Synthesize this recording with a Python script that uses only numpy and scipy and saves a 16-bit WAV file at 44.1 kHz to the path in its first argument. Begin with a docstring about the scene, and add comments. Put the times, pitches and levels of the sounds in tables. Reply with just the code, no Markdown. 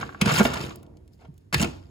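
"""Garage, close to a steel car floor: a cold chisel scrapes and cracks frozen sound deadener off it.
First a soft crack and a bouncing chip, then a volley of cracks and booms that runs into a gritty scrape.
A lull of small ticks and a faint rustle follows; a second volley breaks out and dies away.
Cracks are bursts of splinters, booms damped sines of the floor panel, the scrape clumped grit over rumble.
A camera close by hears it in widened stereo, with garage echoes and low steady air around it."""
import sys
import numpy as np
from scipy import signal
from scipy.fft import rfft, irfft, next_fast_len
from scipy.io import wavfile
from scipy.ndimage import uniform_filter1d

SR = 44100
rng = np.random.default_rng(int(sys.argv[2]) if len(sys.argv) > 2 else 0)


def nominal_scale(level):
    """Amplitude ratio for a level in decibels (scalar or array-like)."""
    x = np.asarray(level, float) / 20
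    return 10 ** x


def generate_wav(signal):
    """Clip the signal to [-1, 1] and save it as 16-bit WAV at the path in sys.argv[1]."""
    frames = np.transpose(np.atleast_2d(signal))
    scaled = np.clip(frames, -1, 1) * 32767
    pcm = np.round(scaled).astype(np.int16)
    wavfile.write(sys.argv[1], SR, pcm)


N = 83790  # length in samples


def evened(x):
    """Scales a sound to an rms of one."""
    return x / np.sqrt(np.mean(x ** 2) + 1e-20)


def read(points, hz):
    """Reads a curve at the given frequencies, straight between its points on a log axis."""
    f, value = np.transpose(points)
    return np.interp(np.log(hz + 1), np.log(f + 1), value)


def add(mix, s, sound):
    """Lays a sound into the mix from second s, cut off at the end."""
    part = mix[max(round(s * SR), 0):][:len(sound)]
    part += sound[:len(part)]


def colour(x, points, tilt_db=0.):
    """Filters x by a spectrum, tilted about 3 kHz by tilt_db per octave."""
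    hz = np.fft.rfftfreq(x.shape[-1], 1 / SR)
    tilt = tilt_db * np.log2((hz + 100) / 3000)
    return irfft(rfft(x) * nominal_scale(read(points, hz) + tilt), x.shape[-1])


def ring(modes, length_s):
    """The sum of dying sines that a struck thing gives."""
    t = np.arange(0, length_s, 1 / SR)
    return sum(nominal_scale(db - 60 * t / t60) * np.sin(2 * np.pi * hz * t) for hz, db, t60 in modes)


def grit(count, per_s, spread_db):
    """Sparse clicks of uneven size and sign."""
    chance, size, sign = rng.random((3, count))
    clicks = chance < per_s / SR
    return clicks * nominal_scale(-spread_db * np.log(size + .01)) * np.sign(sign - .5)


# How far left and right differ. Each row: frequency in Hz, level of the differing part in dB.
LEFT_RIGHT_DIFFERENCE = [(100, -31.5), (300, 1), (700, 5), (3000, 5), (5500, -3.2), (7500, -36.5)]


def pair(shared, other):
    """Two channels that hold one sound plus or minus a part that differs."""
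    return shared + np.array([[1], [-1]]) * colour(other, LEFT_RIGHT_DIFFERENCE)


# Cracks of the frozen sheet, close by, and a faint low rustle near 1.2 s. Each row: start in seconds,
# level in dB, burst length in seconds, brightness in dB per octave, note of the burst in Hz.
CRACKS_AND_RUSTLE = [(0.01, -25, 0.0044, -4.5, 1450), (0.2128, -8.5, 0.0063, 2.5, 2580),
                     (.2140, -15.5, 0.0043, -2.5, 4500), (.2150, -9, 0.0032, 1., 3250),
                     (0.2581, -11.5, .004, -0.5, 1520), (.272, -17.5, 0.039, -2.5, 1500),
                     (.455, -10, 0.01, -10.5, 506), (0.383, -18, 0.0067, 2.5, 7200),
                     (0.3953, -5, 0.0024, -5.5, 1110), (.402, -9.5, 0.02, -8, 352),
                     (0.403, -10.5, 0.0093, -7.5, 1500), (0.451, -9, 0.0067, -3, 683),
                     (0.535, -20, 0.009, 1.4, 1280), (0.565, -23, 0.0084, -3.5, 1160),
                     (0.707, -29, 0.0047, -4, 1120), (1.193, -53, .02, -6.5, 800),
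                     (1.216, -46, .015, -7, 767), (1.238, -49, .03, -7, 700),
                     (1.249, -41, 0.0054, -5.5, 815), (1.527, -19.5, 0.0055, 0, 1030),
                     (1.527, -19, 0.011, 0.5, 1886), (1.542, -12.5, 0.0018, 5, 4530),
                     (1.5441, -5.5, 0.0024, -0.4, 1927), (1.580, -23, 0.0039, 3.5, 2600),
                     (1.597, -17, .006, 1.3, 2600), (1.614, -13.5, 0.00542, 2.5, 7550),
                     (1.6252, -10.5, .002, 4.5, 2030), (1.631, -13, 0.0022, 1., 4570),
                     (1.644, -16.5, .003, 1.2, 2440)]
# Spectrum of the splinters. Each row: frequency in Hz, relative level in dB per Hz.
SPLINTER_SPECTRUM = [(180, -31), (400, -3), (900, -4.5), (2000, -1.55), (4000, -9), (6000, -12),
                     (9000, -12), (12000, -23.5), (15500, -25), (16500, -42.5)]


def cracks():
    """A first snap, a burst of splinters coloured by a note, a short fall; the rustle is made alike."""
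    snap_db, fall_s = 12.5, .002
    note_db, note_octaves = 10, 0.32  # height of the note's peak, width to each side
    out, t = np.zeros(N), np.arange(4096) / SR
    for s, db, length, tilt_db, hz in CRACKS_AND_RUSTLE:
        shape = np.minimum(t / .0004, 1) * np.exp(-np.maximum(t - length, 0) / fall_s)
        note = [(hz / 2 ** note_octaves, 0), (hz, note_db), (hz * 2 ** note_octaves, 0)]
        splinters = evened(grit(4096, 12000, 3.))
        snap = nominal_scale(snap_db) * (np.arange(4096) == 24)
        burst = colour(splinters + snap, SPLINTER_SPECTRUM, tilt_db)
        # evened sets the rms, so 10.5 dB is left for the peaks
        add(out, s, nominal_scale(db - 10.5) * shape * evened(colour(burst, note)))
    return out


# The floor panel booming under a push. Each row: start in seconds, level in dB, pitch in Hz,
# length in seconds before it falls.
PANEL_BOOMS = [(0.2192, -10.5, 187, 0.0063), (.243, -25.5, 117, 0.0086), (0.2617, -11, 197, 0.0068),
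               (0.277, -19.5, 121, 0.011), (0.319, -18.5, 140, 0.0084), (0.346, -23, 153, 0.013),
               (.379, -22.5, 162, 0.014), (0.399, -10, 207.8, 0.015), (0.453, -15.5, 250, 0.0053),
               (1.285, -37.5, 156, 0.018), (1.53, -26, 176, 0.018), (1.554, -18, 143, 0.0096),
               (1.572, -27, 80.5, 0.02), (1.6025, -16, 168, 0.0092), (1.627, -16, 199, 0.006),
               (1.648, -26, 156, 0.0079)]


def booms():
    """A few damped cycles of the panel, with a weak overtone."""
    rise_s, tail_s, overtone_db = .002, .005, -16
    out, t = np.zeros(N), np.arange(4096) / SR
    for s, db, hz, length in PANEL_BOOMS:
        shape = np.minimum(t / rise_s, 1) * np.exp(-np.maximum(t - length, 0) / tail_s)
        turn = 2 * np.pi * hz * t
        add(out, s, nominal_scale(db) * shape * (np.sin(turn) + nominal_scale(overtone_db) * np.sin(1.7 * turn)))
    return out


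# Pressure of the blade sliding over grit. Each row: time in seconds, grit level in dB,
# panel rumble level in dB, brightness in dB per octave.
BLADE_PRESSURE = [(0, -38.5, -37, 0.3), (.05, -46.5, -40, -1.1), (.12, -55, -48.5, 0),
                  (0.196, -57.5, -53, -2.5), (.21, -44, -47.5, -5.5), (.225, -52, -36.5, -9),
                  (.25, -37, -27.5, -2), (0.271, -30, -28, 0), (.305, -24.5, -35.5, -1.5),
                  (0.336, -26, -29, 3), (0.369, -22.5, -35, 1.5), (0.391, -19, -26.5, 2),
                  (.42, -38, -27, 3), (.445, -35, -32.5, 7), (0.479, -33, -35, 0.5),
                  (.525, -37.5, -35.5, -2), (.56, -35.5, -37.5, -1.5), (0.623, -37.5, -32, 1),
                  (.70, -46, -42, 0), (.77, -62, -47, 0.9), (0.901, -81.5, -53, -12.2),
                  (1.108, -86, -60, 1.5), (1.135, -69.5, -63.5, 9), (1.17, -85, -63.5, 8),
                  (1.209, -66, -63, 1), (1.255, -70.5, -51, -1), (1.30, -86, -64, 2.5),
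                  (1.399, -78.5, -69.5, 6), (1.45, -92, -71.5, 8.5), (1.527, -93.5, -68, 0),
                  (1.533, -28, -31.5, 0.2), (1.57, -42.5, -36, 3.9), (1.612, -29, -31.5, -0.7),
                  (1.638, -36.5, -24, -3.2), (1.688, -51, -39.5, 1.3), (1.802, -63, -62, .1),
                  (1.9, -71.5, -57.5, 1.5)]
# Spectrum of the grit. Each row: frequency in Hz, relative level in dB per Hz.
GRIT_SPECTRUM = [(240, -34), (450, -2.5), (1000, 1), (1500, -0.9), (2000, -2.5), (3200, -5.5), (4500, -8.5),
                 (6500, -10.5), (9000, -15), (12000, -15.5), (15600, -19.5), (16200, -58)]
# Spectrum of the panel rumble. Each row: frequency in Hz, relative level in dB per Hz.
RUMBLE_SPECTRUM = [(30, -23), (65, -4.5), (95, -2), (150, 0.65), (200, -4), (270, -5.5), (335, -2),
                   (420, -10.5), (650, -18.5), (950, -25.5), (1600, -59.5)]


def scrape():
    """Grit crushed in clumps under the blade, and the rumble of the panel beneath it."""
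    clump_db, fragment_db = 1.7, 1  # loudness swing of the clumps; fragments over plain grit
    s, grit_db, rumble_db, tilt_db = np.transpose(BLADE_PRESSURE)
    clumps = evened(uniform_filter1d(uniform_filter1d(rng.standard_normal(N), 200), 200))
    dust = evened(grit(N, per_s=4000, spread_db=2.5)) + nominal_scale(fragment_db) * fragments(count=28)
    crushed = evened(colour(dust * nominal_scale(clump_db * clumps), GRIT_SPECTRUM))
    # the brightness moves with the blade
    hz, t, z = signal.stft(crushed, SR, nperseg=256)
    z = z * nominal_scale(np.interp(t, s, tilt_db) * np.log2((hz[:, None] + 100) / 3000))
    crunch = signal.istft(z, SR, nperseg=256)[1][:, :N]
    rumble = evened(colour(grit(N, per_s=900, spread_db=2.5), RUMBLE_SPECTRUM))
    t = np.arange(N) / SR
    return nominal_scale(np.interp(t, s, grit_db)) * crunch + nominal_scale(np.interp(t, s, rumble_db)) * rumble


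def fragments(count):
    """Grains that ring a few cycles on their own note, each size lying a little to one side."""
    cycles = 8.
    out = np.zeros((2, N))
    for hz in np.geomspace(500, 9000, count) * rng.uniform(0.875, 1.07, count):
        turns = np.arange(round(3 * cycles * SR / hz)) * hz / SR
        note = np.sin(2 * np.pi * turns) * np.exp(-2 * turns / cycles) * hz / 1000
        sound = signal.oaconvolve(grit(N, 60, 3.0), note)[:N]
        out += sound * np.array([[1], [rng.normal(0, .6)]])  # shared part, differing part
    return evened(pair(*out))


# A loose chip bouncing to rest. Each row: start in seconds, level in dB.
CHIP_BOUNCES = [(0.029, -20), (0.092, -30), (0.126, -39.5), (0.147, -29.5)]
# Modes of the chip. Each row: frequency in Hz, relative level in dB, t60 in seconds.
CHIP_MODES = [(1150, -2, .03), (1540, 0, .028), (1350, -2, .02), (830, -7, .025), (2750, -17, .015)]
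# Small splinters ticking. Each row: start in seconds, level in dB, pitch in Hz.
SPLINTER_TICKS = [(0.7581, -33, 15160), (0.8299, -46.5, 6470), (0.8654, -55.5, 2900), (0.9706, -51.5, 3230),
                  (1.0783, -54, 4070), (1.2794, -67, 2870), (1.3114, -79, 2840), (1.3414, -60.5, 7610),
                  (1.3787, -49, 6890)]


def chips():
    """Bounces ring the chip's modes; ticks are short puffs of noise around a pitch."""
    rise_s, tick_s, tick_octaves = .0006, 0.0023, 1.2
    out, t = np.zeros(N), np.arange(1024) / SR
    hz = np.fft.rfftfreq(1024, 1 / SR)
    for s, db in CHIP_BOUNCES:
        add(out, s, nominal_scale(db) * np.minimum(t / rise_s, 1) * ring(CHIP_MODES, 1024 / SR)[:1024])
    for s, db, pitch_hz in SPLINTER_TICKS:
        band = np.exp(-.5 * (np.log2((hz + 1) / pitch_hz) / tick_octaves) ** 2)
        puff = evened(irfft(rfft(rng.standard_normal(1024)) * band))
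        add(out, s, nominal_scale(db - 3.5) * np.exp(-t / tick_s) * puff)
    return out


# Modes of the steel floor. Each row: frequency in Hz, relative level in dB, t60 in seconds.
STEEL_MODES = [(64, -3, .5), (90.7, -4.5, 1.5), (156, -10, 0.34), (250, -8.5, 0.32), (335, -4, 0.2),
               (410, -13, .5), (630, -17, .8), (692, -21, .5), (950, -19, 1.1), (961, -19, 1.3),
               (1142, -32, .4), (1860, -26.5, .2), (2480, -28, .3)]


def steel_ring(struck):
    """The floor's modes ring on after the sounds that strike them."""
    return nominal_scale(-31) / 20 * signal.fftconvolve(struck, ring(STEEL_MODES, N / SR))[:N]


# Echo of the garage. Each row: frequency in Hz, t60 in seconds.
GARAGE_DECAY = [(100, 0.56), (260, 0.58), (700, 0.53), (1840, 0.22), (4850, 0.41), (12000, .2)]


def garage(x):
    """Sparse taps of random sign, each band dying at its own speed."""
    taps = np.zeros((2, 30000))
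    at = np.arange(60, 29980, 20) + rng.integers(0, 20, (2, 1496))
    np.put_along_axis(taps, at, rng.choice([-1., 1.], at.shape), 1)
    hz, t, z = signal.stft(pair(*taps), SR, nperseg=256)
    room = nominal_scale(-60 * t / read(GARAGE_DECAY, hz)[:, None])
    cabin = nominal_scale(13.5 - 60 * t / 0.037)  # the cabin answers first
    tail = signal.istft(z * (room + cabin), SR, nperseg=256)[1]
    return signal.fftconvolve(x[None], tail / np.linalg.norm(tail[0]), axes=1)[:, :N]


# Spectrum of the garage air. Each row: frequency in Hz, relative level in dB per Hz.
AIR_SPECTRUM = [(15, -19), (40, -3), (65, 3.9), (95, 2.5), (200, -12.5), (370, -17.5), (600, -37.5),
                (1000, -41.5), (1500, -43.5), (3000, -49.5), (7000, -47.5), (12000, -49), (15600, -59),
                (16200, -83.5)]


def hush():
    """Low steady air of the garage: coloured noise, partly different left and right."""
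    return nominal_scale(-52) * evened(colour(pair(*rng.standard_normal((2, N))), AIR_SPECTRUM))


# Stereo widening, phase. Each row: frequency in Hz, radians the left channel leads the right.
WIDENING_PHASE = [(0, 0), (400, 0.73), (1200, -1.08), (2000, 4.5), (3200, 6), (6000, 8)]
# Stereo widening, level. Each row: frequency in Hz, left over right in dB.
WIDENING_BALANCE = [(60, -3), (300, -2.5), (800, -0.5), (1500, -3), (3000, 2.5), (5200, 3), (7000, 1)]


def widen_stereo(spectrum, hz):
    """Stereo widening: phase and level between left and right channels, by frequency."""
    treble_hz, treble_lag_s = 6615, 10 / SR
    lead = np.interp(hz, *np.transpose(WIDENING_PHASE + [(treble_hz, 2 * np.pi)]))
    # above treble_hz the left channel's phase falls at the slope of a fixed lag
    lead -= 2 * np.pi * np.maximum(hz - treble_hz, 0) * treble_lag_s
    # each channel takes half of the difference
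    half = nominal_scale(read(WIDENING_BALANCE + [(8000, 0.0033)], hz) / 2) * np.exp(.5j * lead)
    return spectrum * np.array([half, 1 / half])


def scene():
    """The breaking and scraping close by, the ring of the floor, then garage echoes and air."""
    blows, chip, low, slide = cracks(), chips(), booms(), scrape()
    steel = steel_ring(blows + low)
    # chips and booms send less into the garage
    echoes = garage(blows + .5 * chip + steel + slide.mean(0) + nominal_scale(-8) * low)
    return blows + chip + low + steel + slide + nominal_scale(-6) * echoes + hush()


def low_pass(x):
    """Removes everything above the highest recorded frequency."""
    return signal.sosfilt(signal.butter(12, 16860, fs=SR, output="sos"), x)


def record(dry):
    """The microphone cuts deep bass, then the stereo is widened."""
    bass_cut_hz = 51.5
    size = next_fast_len(N + 4096)
    hz = np.fft.rfftfreq(size, 1 / SR)
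    without_bass = rfft(dry, size) / np.sqrt(1 + (bass_cut_hz / (hz + 1)) ** 6)
    mix = irfft(widen_stereo(without_bass, hz), size)[:, :N]
    return low_pass(mix)


dry = scene()
out = record(dry)
generate_wav(out)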